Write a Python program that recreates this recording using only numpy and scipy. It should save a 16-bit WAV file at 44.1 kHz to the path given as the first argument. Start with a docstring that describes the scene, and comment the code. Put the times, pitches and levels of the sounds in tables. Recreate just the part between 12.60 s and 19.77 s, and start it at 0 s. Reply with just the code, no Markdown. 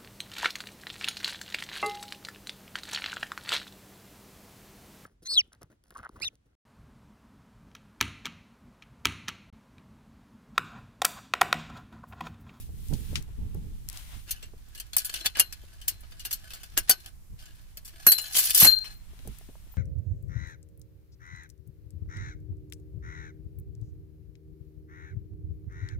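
"""A farmyard in the open air: a chain and its hook clink, scrape and ring on a rusty iron bar.
Clinks are noise cracks that excite decaying iron modes; the hook is a set of close, beating modes, and two
thin high tinks share its top modes. The drag is uneven grit with small catches that ring the iron.
Gusts of low noise buffet two microphones. Dull steps and knocks on the iron and its frame are puffs of
pitched noise; rustling grass and dry snaps are shaped noise."""
import sys
import numpy as np
from scipy import signal
from scipy.fft import rfft, irfft
from scipy.io import wavfile
from scipy.ndimage import uniform_filter1d

SR = 44100
rng = np.random.default_rng(int(sys.argv[2]) if len(sys.argv) > 2 else 0)


def to_wav(sig):
    """Store sig (one row per channel, or 1-D mono) as 16-bit WAV at the path in sys.argv[1].

    Samples outside -1..1 are clipped; the rate is SR.
    """
    pcm = np.clip(np.atleast_2d(sig), -1, 1) * 32767
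    pcm = np.round(pcm).astype(np.int16)
    wavfile.write(sys.argv[1], SR, pcm.T)  # frames by channels


N = 316197

# modes of bar, frame and links: freq_hz, level_db, t60_s
IRON_MODES = [(340, -10, .1), (660, -8, .12), (764, -10, .12), (1250, -12, .09), (1520, -8, .16),
              (1665, -3, .1), (2610, -2, .04), (2860, -4, .1), (3070, 0, .08), (3500, -3, .06),
              (4240, -6, .12), (4500, 0, .06), (4900, -4, .05), (5464, -5, .08), (5720, -4, .05),
              (6240, -2, .06), (6750, -3, .06), (7700, 0, .045), (8700, -2, .035), (9340, -3, .05),
              (9760, -2, .06), (10050, -2, .05), (10900, 1, .06), (11220, 1, .055), (11800, 0, .06),
              (12200, -1, .07), (12850, -1, .07), (13350, -3, .055), (14200, -2, .055), (14900, -1, .06)]
# the chain dragging over iron: time_s, level_db
DRAG_LEVELS = [(1.66, -65), (1.7, -54), (1.93, -66.5), (2.23, -60.5), (2.32, -64.5), (2.4, -50),
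               (2.62, -54.5), (2.72, -60), (2.78, -59.5), (2.95, -60.5), (3.53, -61.5), (3.83, -57.5),
               (4.01, -58.5), (4.34, -59.5), (4.48, -56.5), (4.58, -84), (4.76, -79.5), (4.8, -57),
               (5.23, -70), (5.36, -58), (5.5, -52.5), (5.72, -47), (5.76, -21), (5.86, -31.5),
               (5.93, -40.5), (5.99, -20), (6.09, -34.5), (6.13, -59), (6.33, -56.5), (6.4, -82)]


def gain_of(db):
    """Decibels to gain."""
    return 10 ** (np.asarray(db) / 20)


def evened(x):
    """Scales to rms 1."""
    return x / np.sqrt(np.mean(abs(x) ** 2) + 1e-20)


def read(points, hz):
    """Reads a spectrum in dB, interpolated along log frequency."""
    f, value = np.transpose(points)
    return np.interp(np.log(hz + 1), np.log(f + 1), value)


def sides(pan_db):
    """Left and right gains from a left-right level difference."""
    return gain_of(np.array([pan_db / 2, -pan_db / 2]))


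def add(mix, s, sound):
    """Mixes a sound in at a time in seconds."""
    part = mix[:, round(s * SR):][:, :sound.shape[1]]
    part += sound[:, :part.shape[1]]


def coloured(x, points, at, tilt, pivot_hz, size):
    """Filters x to a spectrum whose tilt (dB per octave) moves over time, at constant power."""
    overlap = size * 3 // 4
    hz, t, z = signal.stft(x, SR, nperseg=size, noverlap=overlap)
    octaves = np.log2((hz[:, None] + 10) / pivot_hz)
    shape = gain_of(read(points, hz)[:, None] + octaves * np.interp(t, at, tilt))
    shape = shape / np.sqrt((shape ** 2).mean(0))
    return signal.istft(z * shape, SR, nperseg=size, noverlap=overlap)[1][:, :N]


def rings(modes, length, detune=1):
    """One exponentially decaying complex tone per mode; length in seconds."""
    t = np.arange(round(length * SR)) / SR
    hz, db, t60 = np.array(modes).T[:3, :, None]
    return gain_of(db - 60 * t / t60) * np.exp(2j * np.pi * hz * np.reshape(detune, (-1, 1)) * t)


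def detuned_iron(length):
    """Iron modes shifted slightly at random, since no two links are quite alike."""
    return rings(IRON_MODES, length, 1 + .015 * rng.standard_normal(len(IRON_MODES)))


def random_phases(count):
    """Gives each microphone its own phase for every mode."""
    return np.exp(2j * np.pi * rng.random((2, count)))


def hiss():
    """The steady noise floor of yard and microphones."""
    # floor spectrum: freq_hz, relative_db
    floor_spectrum = [(180, -30.5), (300, -5), (399, -12.5), (820, -12.5), (3530, -19), (5640, -16.5),
                      (13000, -15.5), (15400, -18), (16500, -39)]
    level_db = -66.5
    noise = rng.standard_normal((2, N))
    return gain_of(level_db) * coloured(noise, floor_spectrum, [0], [0], 1000, size=1024)


def wind():
    """Lumpy low noise, unrelated at the two sides: a breeze, gusts, and one low thump under a blow."""
    # gusts, and at 4.18 s the low thump under a blow: peak_time_s, level_db, left_right_db
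    low_swells = [(.33, -34, -19.5), (.42, -47.5, -21), (0.521, -37.5, -12), (.58, -38, 3), (.68, -64, 8),
                  (0.818, -37.5, -1), (.87, -42, 2), (0.969, -36.5, -3), (1.05, -40, -3), (1.12, -48, 4),
                  (1.24, -58, -8), (1.559, -45.5, -9), (1.86, -57.5, -15), (4.18, -47, -5),
                  (4.729, -45, -4), (6.692, -41, -11)]
    # breeze: time_s, level_db
    breeze = [(0, -40.5), (1.05, -41.5), (1.4, -45.5), (2.45, -51), (3.3, -48.5), (4.1, -50), (4.55, -50.5),
              (5, -49.5), (5.4, -51), (6, -50.5), (6.35, -46.5), (7.17, -50)]
    # buffeting spectrum before tilt: freq_hz, relative_db
    buffet = [(8.8, -25.5), (15, 0), (61, -2.5), (183, -16.5), (409, -33), (454, -32), (597, -50),
              (900, -44.5), (1170, -69), (1980, -120)]
    rise_s, fall_s, breeze_pan_db = 0.029, 0.035, -2
    # stronger noise reaches higher: tilt in dB per octave at -48 dB, and its rise per dB of level
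    tilt_db, tilt_per_db = -2.5, 0.2063
    t = np.arange(N) / SR
    wander = uniform_filter1d(uniform_filter1d(rng.standard_normal((2, N)), 900), 900)
    lumps = gain_of(1.1 * evened(wander))
    level = gain_of(np.interp(t, *np.transpose(breeze))) * sides(breeze_pan_db)[:, None]
    for s, db, pan_db in low_swells:
        swell = np.exp(-((t - s) / np.where(t < s, rise_s, fall_s)) ** 2)
        level = level + swell * gain_of(db) * sides(pan_db)[:, None]
    tilt = tilt_db + tilt_per_db * (20 * np.log10(level.mean(0)) + 48)
    noise = rng.standard_normal((2, N))
    return coloured(noise, buffet, t, tilt, 60, size=2048) * lumps * level


def thuds():
    """Dull low steps, iron knocks and a frame thud: a decaying puff of noise in a band around one pitch."""
    # thuds: start_s, peak_db before panning, pitch_hz
    dull_hits = [(0.09, -46.5, 283), (0.326, -37, 390), (0.384, -47, 288), (0.528, -37, 323),
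                 (0.688, -52, 370), (0.784, -48, 270), (0.948, -37, 268), (1.83, -51, 283),
                 (1.935, -43.5, 312), (3.034, -48.5, 350), (5.465, -33, 840), (5.466, -32, 129),
                 (6.018, -17, 796), (6.023, -21, 130), (6.025, -28, 44.6), (6.05, -17, 800),
                 (6.531, -53, 363), (6.595, -49.5, 283), (6.651, -44, 301), (6.673, -38.5, 314),
                 (6.81, -49.5, 717), (6.888, -41.5, 296), (6.954, -47, 770), (7.066, -55.5, 300),
                 (7.14, -48.5, 908)]
    decay_cycles, shortest_t60_s, pan_db = 16, 0.025, -0.5
    out, t = np.zeros((2, N)), np.arange(4000) / SR
    for s, db, hz in dull_hits:
        band = signal.butter(2, [hz * .55, hz * 1.5], "band", fs=SR, output="sos")
        # mostly shared by both sides, with a little of its own on each
        push = rng.standard_normal(4000) + .5 * rng.standard_normal((2, 4000))
        fall = gain_of(-60 * t / max(decay_cycles / hz, shortest_t60_s))
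        puff = signal.sosfilt(band, push * fall)
        add(out, s, puff / abs(puff).max() * gain_of(db) * sides(pan_db)[:, None])
    return out


def shuffle():
    """Feet and rope brushing dry grass and dust: a fine, slightly uneven rustle that rings nothing."""
    # rustle: time_s, level_db, tilt_db_per_octave
    rustle_levels = [(0, -51, 9), (.1, -67.5, 6.5), (.29, -54.5, 8), (.58, -53.5, 5), (.66, -68, 1),
                     (1.271, -66, 6), (1.29, -57.5, 3), (1.37, -49, 4.5), (1.46, -56, 5), (1.54, -52.5, 3),
                     (1.7, -65, 9), (1.8, -89, -1), (6.3, -92, 4.5), (6.4, -68, 2), (6.751, -59, 4.5),
                     (6.94, -65.5, 5.5), (7.17, -69.5, 2)]
    # brushing spectrum before tilt: freq_hz, relative_db
    brush = [(300, -39), (600, 4), (2000, 0.5), (3300, -1), (4600, -7), (7000, -12), (10000, -12),
             (12500, -15.5), (15300, -17), (16500, -37.5)]
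    pan_db = 3.3
    at, db, tilt = np.transpose(rustle_levels)
    t = np.arange(N) / SR
    uneven = gain_of(0.56 * evened(uniform_filter1d(rng.standard_normal(N), 400)))
    noise = evened(rng.standard_normal((2, N)) * uneven)
    rustle = coloured(noise, brush, at, tilt, 5000, size=512)
    return rustle * gain_of(np.interp(t, at, db)) * sides(pan_db)[:, None]


def ticks():
    """Dry snaps of stalks and grit: short bursts over a wide band, with no ring."""
    # snaps: start_s, level_db, centre_hz, t60_s
    snaps = [(0.285, -50.5, 8060, 0.017), (0.336, -49.5, 4730, 0.12), (0.556, -34.5, 3400, 0.098),
             (.625, -50, 8000, 0.019), (.946, -51, 13200, 0.022), (1.288, -32, 8400, 0.0082),
             (1.299, -39, 8800, 0.015), (1.329, -47.5, 8000, .018), (1.373, -45.5, 5760, 0.035),
             (6.188, -44.5, 8750, 0.017), (6.591, -61.5, 2960, 0.039), (6.675, -47.5, 10700, 0.047),
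             (6.786, -50, 12000, .025)]
    pan_db = 7.5
    out, t, hz = np.zeros((2, N)), np.arange(4096) / SR, np.fft.rfftfreq(4096, 1 / SR)
    fade_out = np.minimum(gain_of(-30 * (t - .08) / .005), 1)
    for s, db, centre_hz, t60 in snaps:
        attack = 1 + 1.9 * np.exp(-t / 0.0026)
        burst = rng.standard_normal((2, 4096)) * gain_of(-60 * t / max(t60, .004)) * attack
        band = gain_of(-5. * np.log2((hz + 50) / centre_hz) ** 2)
        burst = irfft(rfft(burst) * band) * fade_out
        level = np.sqrt(t60 * SR / 2) * gain_of(db)
        add(out, s, burst / np.linalg.norm(burst) * level * sides(pan_db)[:, None])
    return out


def rung_iron(catches):
    """Catches excite the iron at changing places, each weighing the modes anew; contact damps the ring."""
    place_s, place_spread_db, damp_db_per_s = .04, 3.5, 350
    t = np.arange(N) / SR
    place = rng.integers(0, 8, N)[(t / place_s).astype(int)]
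    rung = 0
    for k in range(8):
        weigh = gain_of(place_spread_db * rng.standard_normal(len(IRON_MODES)))
        weigh = weigh * random_phases(len(IRON_MODES))
        body = (weigh @ detuned_iron(.2)).real
        body = body * gain_of(-damp_db_per_s * t[:body.shape[1]])
        body = body / np.linalg.norm(body[0])
        rung = rung + signal.oaconvolve(catches * (place == k), body, axes=1)[:, :N]
    return rung


def scrape():
    """The chain drags over iron: dense uneven grit, with quick catches of link on rust that ring it."""
    # short noise ramps that rise and break off as a knock begins: start_s, length_s, end_level_db
    ramps = [(1.669, 0.029, -47.5), (2.642, 0.017, -33), (2.777, 0.014, -28.5), (4.169, 0.0074, -23.5),
             (4.275, 0.035, -31)]
    # grit spectrum before tilt: freq_hz, relative_db
    grit_spectrum = [(180, -54.5), (300, -32), (1380, -8), (1580, -6.5), (4390, -0.5), (7130, -3.5),
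                     (11600, -7), (15400, -15), (16500, -32)]
    # spectrum of the catches before tilt: freq_hz, relative_db
    catch_spectrum = [(700, -8), (1600, 2), (3000, -1), (6000, 0.5), (15000, 2)]
    # harder dragging is brighter: tilt in dB per octave at -47 dB, and its rise per dB of level
    tilt_db, tilt_per_db = -0.96, 0.23
    grit_db, catch_db, catches_per_s, pan_db = -4, 2.5, 350, 0.73
    at, db = np.transpose(DRAG_LEVELS)
    tilt = tilt_db + tilt_per_db * (db + 47)
    t = np.arange(N) / SR
    level = gain_of(np.interp(t, at, db, left=-200, right=-200))
    for s, length, end_db in ramps:
        level = level + gain_of(end_db) * np.interp(t, [s, s + length, s + length + 0.01], [0, 1, 0])
    slow = evened(uniform_filter1d(rng.standard_normal(N), 200))
    quick = evened(uniform_filter1d(rng.standard_normal(N), 25))
    uneven = gain_of(2. * slow + 2. * quick)
    grit = evened(rng.standard_normal((2, N)) * uneven)
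    grit = coloured(grit, grit_spectrum, at, tilt, 5000, size=256) * level * gain_of(grit_db)
    # catches come more often where the grit is rough
    caught = rng.random(N) < catches_per_s * uneven ** 2 / SR
    strength = gain_of(3.5 * np.minimum(rng.exponential(1, N), 4))
    catches = evened(caught * strength * rng.choice([-1, 1], N))[None]
    catches = coloured(catches, catch_spectrum, at, tilt, 5000, size=256) * level * gain_of(catch_db)
    return (grit + rung_iron(catches)) * sides(pan_db)[:, None]


def hook():
    """Hook blows and two thin high tinks ring four weighted mode groups, the right side 1 radian ahead."""
    # hook blows, then at 6.36 and 7.115 s two thin high tinks near 14.7 kHz:
    # start_s, long_pair_db, middle_group_db, high_group_db, top_modes_db
    strikes = [(2.604, -52, -41, -67, -46), (2.795, -41, -43, -34, -45.5),
               (3.279, -63, -48.5, -51.5, -59.5), (4.296, -48, -46.5, -35.5, -46.5),
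               (5.468, -17, -33.5, -6, -27.5), (5.487, -21.5, -20, -19, -41), (5.518, -35.5, -30, -19, -20),
               (6, -32.5, -25, -12, -19), (6.033, -29, -16.5, -10.5, -15), (6.066, -4.5, -23.5, -19.5, -16),
               (6.36, -81.5, -77, -83, -44), (7.115, -76, -78.5, -84, -35.5)]
    # ringing modes, where close pairs of opposite sign swell and beat:
    # freq_hz, level_db, t60_s, left_right_db, sign, group (index)
    hook_modes = [(4166, -2, .32, 8, -1, 0), (4188, 0, .32, 15, 1, 0), (1520, -36, .4, 8, 1, 0),
                  (1600, -38, .3, 4, 1, 0), (6751, -20, .16, 3, 1, 0), (4100, 0, .4, 14, 1, 1),
                  (4242, -3, .25, 2, -1, 1), (5460, -10, .12, 0, 1, 1), (6325, -10, .1, 2, -1, 1),
                  (11180, -12, .2, 5, 1, 2), (11524, -2, .16, 12, -1, 2), (11634, -3, .16, 0, 1, 2),
                  (11729, -1, .17, -4, 1, 2), (11809, -6, .15, -4, -1, 2), (11927, -7, .13, 3, 1, 2),
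                  (12880, -9, .09, 3, -1, 2), (13488, -10, .11, 2, 1, 2), (14660, -15, .14, 6, -1, 3),
                  (14690, -12, .14, 6, 1, 3)]
    out, tones = np.zeros((2, N)), rings(hook_modes, .6)
    pan, sign, group = np.array(hook_modes)[:, 3:].T
    heard = sign * gain_of([0 * pan, -pan]) * np.exp([[0], [1j]])
    for s, *group_db in strikes:
        weights = gain_of(np.array(group_db)[group.astype(int)])
        add(out, s, (weights * heard @ tones).imag)
    return out


def strays(count=40):
    """Small knocks at chance moments of the drag, their level following it; rows as for the clinks."""
    over_drag_db, spread_db = 10, 2.5
    low_db, treble_db, chatter_t60_s = -20.5, 0.5, 0.056
    at, db = np.transpose(DRAG_LEVELS)
    when, size = rng.random((count, 2)).T
    # one knock at random within each equal slice of the drag
    s = at[0] + (at[-1] - at[0]) * (np.arange(count) + when) / count
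    level_db = np.interp(s, at, db) + over_drag_db + spread_db * (2 * size - 1)
    return [(a, b, low_db, treble_db, chatter_t60_s) for a, b in zip(s, level_db)]


def clinks():
    """Links knock on iron: a burst of chatter makes a broad crack and rings modes picked at random."""
    # knocks: start_s, level_db (energy as if spent in a single click), low_db, treble_db, chatter_t60_s
    knocks = [(1.708, -17, -20.5, 1.5, 0.052), (1.8255, -34, -16, -12, 0.071),
              (2.1482, -34.5, -16, -7.5, 0.061), (2.1761, -35, -15, -4, 0.13), (2.1993, -26, -18, 0, 0.05),
              (2.332, -28, -17, -7, 0.059), (2.366, -7, -7, 10.5, 0.013), (2.381, -14, -28, 2, 0.056),
              (2.4475, -19, -19, 6.5, 0.078), (2.4943, -26.5, -12, -7, 0.024),
              (2.5394, -20.5, -19.5, -10, 0.033), (2.5526, -24, -16, -11, 0.18),
              (2.609, -31, -32, -15, 0.017), (2.6586, -11, -17.5, -5, 0.037),
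              (2.7511, -23, -13, -27.5, 0.15), (2.7691, -26.5, -0.5, -3, 0.02),
              (2.7963, 1.5, -7.5, 5.5, 0.038), (2.9243, -28.5, -14.5, -4, 0.044),
              (3.214, -36, -20, -7, 0.061), (3.2788, -11.5, -16.5, 4.5, 0.07), (3.405, -44, 2, 23, .05),
              (3.4317, -45, -1, -24, 0.09), (3.52, -41.5, -6, -15, 0.039),
              (3.5944, -30.5, -22, -8.5, 0.092), (3.65, -21.5, -10.5, -0.5, 0.081),
              (3.709, -22, -19.5, -4, 0.058), (3.7278, -16.5, -20, 6, 0.076), (3.904, -33, -11, -10.5, .08),
              (3.934, -29, -9.5, -5.5, 0.12), (4.0316, -33, -5, -3, 0.06), (4.1752, -9, -9, 5.5, 0.049),
              (4.2942, 3, -3, 8, 0.046), (4.3097, -4.5, -28, 1, 0.038), (4.4601, -34.5, -22, -8, 0.022),
              (4.789, -43.5, -29, -13, .14), (4.856, -42, -41, -14, 0.029), (5.1711, -31, -13, -2.5, 0.043),
              (5.248, -32.5, -10, 2, 0.21), (5.277, -36.5, -14, -4, 0.062), (5.466, -2, 2, 3, 0.042),
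              (5.517, 0.5, -13.5, 7, 0.051), (5.5805, -17, -13.5, 0.5, 0.053), (5.614, -26, -16, 19, 0.072),
              (5.6543, -33, -20, -29, 0.038), (5.75, -17, -15, -9, .15), (5.7822, -8.5, -17, 3, 0.13),
              (5.8018, -34, -30, -4, .13), (5.821, -24, -24, -10, 0.19), (5.8526, -15.5, -9, 15, 0.033),
              (5.8713, -25, -23, -20, 0.022), (5.905, -13, -26, -1, 0.024),
              (5.9461, -4.5, -12.5, 9.5, 0.12), (5.9778, -11.5, -47.5, -3.5, 0.053),
              (6, 0.5, -14.5, 0.5, 0.15), (6.0202, -2, -6.5, -0.5, 0.085), (6.0452, 0.5, 0, 1.5, 0.045),
              (6.0692, -8.5, -13, -1, 0.037), (6.2433, -31, -8, -13, 0.16)]
    # crack spectrum before each knock's balance: freq_hz, relative_db
    crack_spectrum = [(59, -48), (100, -13), (1270, -13), (2800, -14.5), (3700, -20), (4290, -14),
                      (7170, -17), (7650, -10.5), (11700, -12.5), (15500, -11), (16500, -46)]
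    ring_over_crack_db, pan_db, click_s = 1, 3, 0.00092
    out, t = np.zeros((2, N)), np.arange(6000) / SR
    links = [detuned_iron(6000 / SR) for _ in range(8)]
    mode_hz, hz = np.array(IRON_MODES)[:, 0], np.fft.rfftfreq(8192, 1 / SR)
    dull = 1 / (1 + (hz / 5000) ** 4)
    attack = np.minimum(t / 0.00068, 1) * (1 + 0.5 * np.exp(-t / 0.00033))
    for s, db, low_db, high_db, t60 in knocks + strays():
        balance = [(900, low_db), (3500, 0), (11000, high_db)]
        fall = gain_of(-60 * t / max(t60, .006))
        chatter = gain_of(4. * evened(uniform_filter1d(rng.standard_normal(6000), 30)))
        grit = rng.standard_normal((2, 6000)) * chatter * attack
        # the treble of the crack dies first
        crack = rfft(grit * fall, 8192) * (1 - dull) + rfft(grit * fall ** 0.44, 8192) * dull
        crack = irfft(crack * gain_of(read(crack_spectrum, hz) + read(balance, hz)))[:, :6000]
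        # two links meet in every knock
        pair = np.vstack([links[k] for k in rng.choice(8, 2, replace=False)])
        pick_db = 4. * rng.standard_normal((2, len(IRON_MODES))) + read(balance, mode_hz)
        pick = gain_of(pick_db).ravel()
        # links that stay in touch damp the ring
        ring = ((pick * random_phases(len(pick))) @ pair).real * fall ** .12
        # the first 900 samples of the chatter strike the modes
        ring = signal.fftconvolve(ring, (grit * fall)[:1, :900], axes=1)[:, :6000]
        ring = gain_of(ring_over_crack_db) * ring / np.linalg.norm(ring)
        knock = crack / np.linalg.norm(crack) + ring
        add(out, s, knock * np.sqrt(click_s * SR) * gain_of(db) * sides(pan_db)[:, None])
    return out


def scene():
    """All sources in open air, summed without reverberation."""
    background = hiss() + wind() + thuds() + shuffle() + ticks()
    return background + scrape() + hook() + clinks()


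def record(dry):
    """A limiter holds the loudest blows down; soft saturation and a low-pass band limit follow."""
    threshold_db, recovery_db_per_s, reduction_per_db, edge_hz = -13.5, 130.0, 0.43, 15800
    power_db = 10 * np.log10(abs(uniform_filter1d((dry ** 2).max(0), 130)) + 1e-12)
    # the detected level rises at once and falls at a steady rate
    recovered_db = np.arange(N) * recovery_db_per_s / SR
    held_db = np.maximum.accumulate(power_db + recovered_db) - recovered_db
    over_db = np.maximum(held_db - threshold_db, 0)
    held = dry / gain_of(reduction_per_db * uniform_filter1d(over_db, 60))
    saturated = 0.91 * np.tanh(held / 0.75)
    low_pass = signal.firwin(95, edge_hz, window=("kaiser", 9), fs=SR)
    return signal.oaconvolve(saturated, low_pass[None], "same")


dry = scene()
out = record(dry)
to_wav(out)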